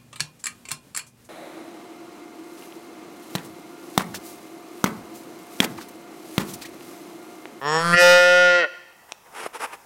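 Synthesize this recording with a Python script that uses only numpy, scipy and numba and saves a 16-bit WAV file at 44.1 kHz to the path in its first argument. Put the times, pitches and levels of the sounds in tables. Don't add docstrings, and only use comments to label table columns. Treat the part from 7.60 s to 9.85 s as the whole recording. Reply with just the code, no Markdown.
import sys
import numpy as np
from scipy import signal
from scipy.fft import rfft, irfft
from scipy.io import wavfile
from scipy.ndimage import uniform_filter1d
from numba import njit

SR = 44100
rng = np.random.default_rng(int(sys.argv[2]) if len(sys.argv) > 2 else 0)


def dump_mix(stems):
    frames = np.atleast_2d(stems).T
    limited = np.clip(frames, -1, 1)
    pcm = np.round(limited * 32767).astype(np.int16)
    wavfile.write(sys.argv[1], SR, pcm)


N = 99225
T = np.arange(N) / SR


def undb(db):
    return 10 ** (np.asarray(db) / 20)


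def curve(rows):
    return np.interp(T, *np.array(rows).T)


def fader(rows):
    return undb(curve(rows)) * (T >= rows[0][0]) * (T < rows[-1][0])


def wander(rate_hz):
    hold = int(SR / rate_hz)
    steps = np.repeat(rng.standard_normal(N // hold + 1), hold)
    return 1.5 * uniform_filter1d(uniform_filter1d(steps, hold), hold)[:N]


def spectrum(colour, size):
    hz, db = np.array(colour).T
    bins_hz = np.fft.rfftfreq(size, 1 / SR) + 1
    return undb(np.interp(np.log(bins_hz), np.log(hz), db))


def noise(colour):
    y = irfft(rfft(rng.standard_normal(N)) * spectrum(colour, N), N)
    return y / y.std()


@njit
def svf(x, hz, width):
    y, band, low = np.empty((2, len(x))), 0., 0.
    for i in range(len(x)):
        g, damping = np.tan(np.pi * hz[i] / SR), width[i] / hz[i]
        v = (band + g * (x[i] + 1e-18 - low)) / (1 + g * (g + damping))
        y[0, i], y[1, i] = damping * v, low + g * v
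        band, low = 2 * v - band, low + 2 * g * v
    return y


def ring(x, hz, width):
    return svf(x, hz * np.ones(N), width * np.ones(N))[0]


def high_cut(x, hz):
    hz = hz * np.ones(N)
    return svf(svf(x, hz, 2 * hz)[1], hz, hz / np.sqrt(2))[1]


def low_cut(x, hz):
    return signal.sosfilt(signal.butter(2, hz, "highpass", fs=SR, output="sos"), x)


def cavity(x, colour, size=2048):
    cepstrum = irfft(np.log(spectrum(colour, size)))
    cepstrum[1:size // 2] *= 2
    cepstrum[size // 2 + 1:] = 0
    return signal.fftconvolve(x, irfft(np.exp(rfft(cepstrum))))[:N]


def vocal_folds(jitter=.00064, shimmer_db=.135, air_decay_cycles=.9):
    # (time [s], frequency [Hz])
    pitch = [(0, 128.5), (.06, 144.7), (.084, 150.1), (.142, 158.3), (.25, 170.6), (.33, 172.7),
             (.408, 175.9), (.516, 177.4), (.63, 177.7), (.72, 178.3), (.81, 178.8), (.9, 177.6),
             (.98, 175.8), (1.01, 171.2), (1.03, 164.1), (1.07, 134)]
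    # (time [s], factor [ratio])
    unsteadiness = [(0, 1.6), (.2, 3.1), (.35, 3.4), (.48, 1.63), (.65, 0.83), (.95, 1.5), (1.01, 2.42),
                    (1.05, 5.7)]
    rough = curve(unsteadiness)
    hz = curve(pitch) * (1 + jitter * rough * wander(118.8))
    cycles = np.cumsum(hz) / SR
    offset_samples = (cycles - np.round(cycles)) * SR / hz
    pulses = -np.sinc(offset_samples) * np.exp(-(offset_samples / 6) ** 2)
    pulses *= undb(shimmer_db * rough * wander(150))
    puffs = np.exp(-(cycles % 1) / air_decay_cycles)
    air = .2 * rough * noise([(100, -14), (700, -3), (4000, 0)]) * puffs
    return pulses, air


def nasal_hum(pulses, air, air_mix=.045, drive_db=20.5, press_s=(.18, .25)):
    # (time [s], level [dB])
    level = [(.009, -15), (.02, -12.5), (.06, -4), (.16, 0), (.23, -4), (.32, -1), (.345, 2), (.365, -6),
             (.4, -55)]
    # (frequency [Hz], level [dB])
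    relaxed = [(60, -43), (150, -7.5), (310, -13), (480, 0.5), (620, -10.5), (930, -1.5), (1100, -0.5),
               (1550, -14), (1780, -1.5), (2100, -23), (3300, -17.5), (3900, -27), (5050, -25.5),
               (5500, -7), (6050, -54), (6900, -12), (7250, -45), (7850, -18), (8700, -37), (15000, -52)]
    pressed = [(60, -11), (170, -0.5), (340, -13), (520, -7), (850, -15), (1030, -7), (1280, 3.5),
               (1680, -7.5), (2050, -15.5), (2900, -27), (3300, -14), (3700, -29), (4450, -16), (5300, -22),
               (6100, -29.5), (8000, -27), (10000, -23.5), (15000, -53)]
    # (time [s], cutoff [Hz])
    brightness = [(.01, 3200), (.06, 5200), (.11, 9000), (.15, 15900)]
    voice = (pulses + air_mix * air) * undb(drive_db) * fader(level)
    press = np.interp(T, press_s, [0, 1])
    hum = cavity(voice * (1 - press), relaxed) + cavity(voice * press, pressed)
    return high_cut(hum, curve(brightness))


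def open_call(pulses, air, air_mix=.021, drive_db=35, radiation_hz=239):
    # (time [s], level [dB])
    level = [(.315, -40), (.33, -13.5), (.342, -8), (.355, -10), (.385, -3), (.43, 5), (.51, 6), (.62, -1),
             (.82, -2), (.99, -3.5), (1.04, -7.5), (1.058, -16.5), (1.09, -72)]
    # (frequency [Hz], width [Hz])
    throat = [(1100, 926), (2200, 1320), (4000, 2040)]
    # (parted [Hz], open [Hz], closing [Hz], width [Hz],
    # parted [dB], open [dB], closing [dB])
    resonances = [(460, 534.3, 567.7, 57.3, -9, 4, 3), (682, 711, 719, 59, -17, -12, -11),
                  (850, 900, 900, 73, -12, -36, -14), (1040, 1060, 1090, 110, -14, -30, -12),
                  (1348, 1405, 1440, 34.7, 5, 0, 5.5), (1840, 1828, 1850, 95, 9.5, 2.5, 0.5),
                  (2220, 2531, 2563, 112, -11.5, -3, -8), (2460, 3000, 3050, 71, -3.5, -17, -11.5),
                  (3400, 4400, 4400, 56, -32, -24, -22.5), (4250, 4720, 5800, 230, -14, -19, -44),
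                  (5170, 5480, 5770, 550, -25, -18.5, -21.5), (8000, 11500, 11500, 2600, -29, -28, -23)]
    # (frequency [Hz], width [Hz], depth [0-1])
    notches = [(935, 125, 0.4), (3530, 750, 0.9), (6620, 1570, 0.84)]
    # (time [s], cutoff [Hz])
    brightness = [(.335, 2500), (.365, 5500), (.405, 10600), (.52, 10300), (.65, 8060), (.85, 6330),
                  (1.0, 5160), (1.06, 3540)]
    jaw_s = (.302, .431, 1.047)
    voice = (pulses + air_mix * air) * undb(drive_db) * fader(level)
    for hz, width in throat:
        voice -= 2 * ring(voice, hz, width)
    call = np.zeros(N)
    for row in resonances:
        hz, width, db = np.interp(T, jaw_s, row[:3]), row[3], np.interp(T, jaw_s, row[4:])
        call += ring(voice, hz, width) * undb(db)
    for hz, width, depth in notches:
        call -= depth * ring(call, hz, width)
    return low_cut(high_cut(call, curve(brightness)), radiation_hz)


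def tap(at, modes, peak_db):
    push = np.zeros(N)
    push[int(at * SR)] = 1
    y = sum(undb(db) * ring(push, hz, width) for hz, width, db in modes)
    return undb(peak_db) * y / abs(y).max()


def muzzle_bumps():
    # (time [s], resonance [Hz], width [Hz], relative level [dB])
    bumps = [(.342, 131, 161, -21), (1.8384, 377, 450, -29), (1.863, 540, 427, -16)]
    out = np.zeros(N)
    for at, hz, width, db in bumps:
        bump = tap(at, [(hz, width, 0)], db)
        out += 2 * low_cut(high_cut(bump, 3 * hz), hz / 2.4)
    return out


def sniffs():
    # (frequency [Hz], level [dB])
    nostril = [(47, -68), (80, -34), (166, -26), (477, -3.5), (635, -10.5), (903, 2), (1010, -5),
               (1150, -2.5), (1790, -9), (2490, -10), (4320, -26), (5270, -22.5), (6280, -28), (10400, -21),
               (15500, -41)]
    # (start [s], attack [s], hold [s], release [s], level [dB], treble [dB])
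    puffs = [(1.474, 0.021, 0.0093, 0.041, -46.5, 6), (1.638, 0.019, 0.0084, 0.089, -50, -8),
             (1.711, 0.076, 0.082, 0.011, -34.5, 5), (1.924, .024, 0.0084, 0.039, -34, 5),
             (1.987, 0.025, 0.027, 0.019, -32, 4.5), (2.027, 0.021, 0.0092, 0.012, -30, 2),
             (2.066, .01, 0.029, 0.022, -46, 2), (2.11, 0.025, 0.0054, 0.027, -35, 3)]
    air = noise(nostril) * undb(1.3 * wander(250))
    treble = ring(air, 6200, 8100)
    out = np.zeros(N)
    for start, attack, hold, release, db, treble_db in puffs:
        swell = np.interp(T, start + np.cumsum([0, attack, hold, release]), [0, 1, 1, 0]) ** 1.41
        out += undb(db) * swell * (air + (undb(treble_db) - 1) * treble)
    return out


def mouth_smack(at_s=1.5213):
    # (frequency [Hz], width [Hz], relative level [dB])
    modes = [(821, 530, 7.5), (2537, 430, 8.5), (3410, 680, 2.5), (5570, 510, 5), (7370, 1100, -19.5),
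             (10400, 2700, -25)]
    return high_cut(tap(at_s, modes, peak_db=-6.5), 9800)


def barn_echo(x, early_db=-20, early_t60_s=.1, tail_db=-21, mid_t60_s=.68, treble_t60_s=1, delay_s=.022):
    # (frequency [Hz], level [dB])
    colour = [(60, -14), (380, -2.5), (535, -11), (660, -1), (880, 1.5), (1400, -2), (2500, -2), (5000, -2),
              (15000, -9)]
    diffuse = noise(colour)
    mid = ring(diffuse, 990, 1900)
    tail = mid * undb(-60 * T / mid_t60_s) + (diffuse - mid) * undb(-60 * T / treble_t60_s)
    tail *= T > delay_s
    early = noise(colour) * undb(-60 * T / early_t60_s)
    echo = undb(tail_db) * tail / np.linalg.norm(tail) + undb(early_db) * early / np.linalg.norm(early)
    return signal.fftconvolve(x, echo)[:N]


def room_tone(level_db=-52.5):
    # (frequency [Hz], level [dB])
    colour = [(18, -55.5), (30, -5), (173, -0.5), (546, 1.5), (921, 5.5), (2070, -5), (2620, -15),
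              (2990, -11), (4310, -15), (5040, -9), (15500, -11.5)]
    return undb(level_db + wander(11.8)) * noise(colour)


@njit
def follow(x, attack_s, release_s):
    attack, release = 1 / (attack_s * SR), 1 / (release_s * SR)
    y, level = np.empty(len(x)), 0.
    for i in range(len(x)):
        level += (x[i] - level) * (attack if x[i] > level else release)
        y[i] = level
    return y


def scene():
    pulses, air = vocal_folds()
    bawl = nasal_hum(pulses, air) + open_call(pulses, air)
    calf = bawl + muzzle_bumps() + sniffs() + mouth_smack()
    return (calf + barn_echo(calf) + room_tone())[None]


def record(dry):
    overload, knee = .9, 6.
    threshold_db, ratio, top_hz = -9.5, 9, 15800
    oversampled = signal.resample_poly(dry[0], up=4, down=1)
    clipped = oversampled / (1 + abs(oversampled / overload) ** knee) ** (1 / knee)
    mic = signal.resample_poly(clipped, up=1, down=4)
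    level = follow(abs(mic), attack_s=.0031, release_s=.97)
    limited = mic / np.maximum(level / undb(threshold_db), 1) ** (1 - 1 / ratio)
    return signal.sosfilt(signal.ellip(10, .2, 80, top_hz, fs=SR, output="sos"), limited)[None]


dry = scene()
out = record(dry)
dump_mix(out)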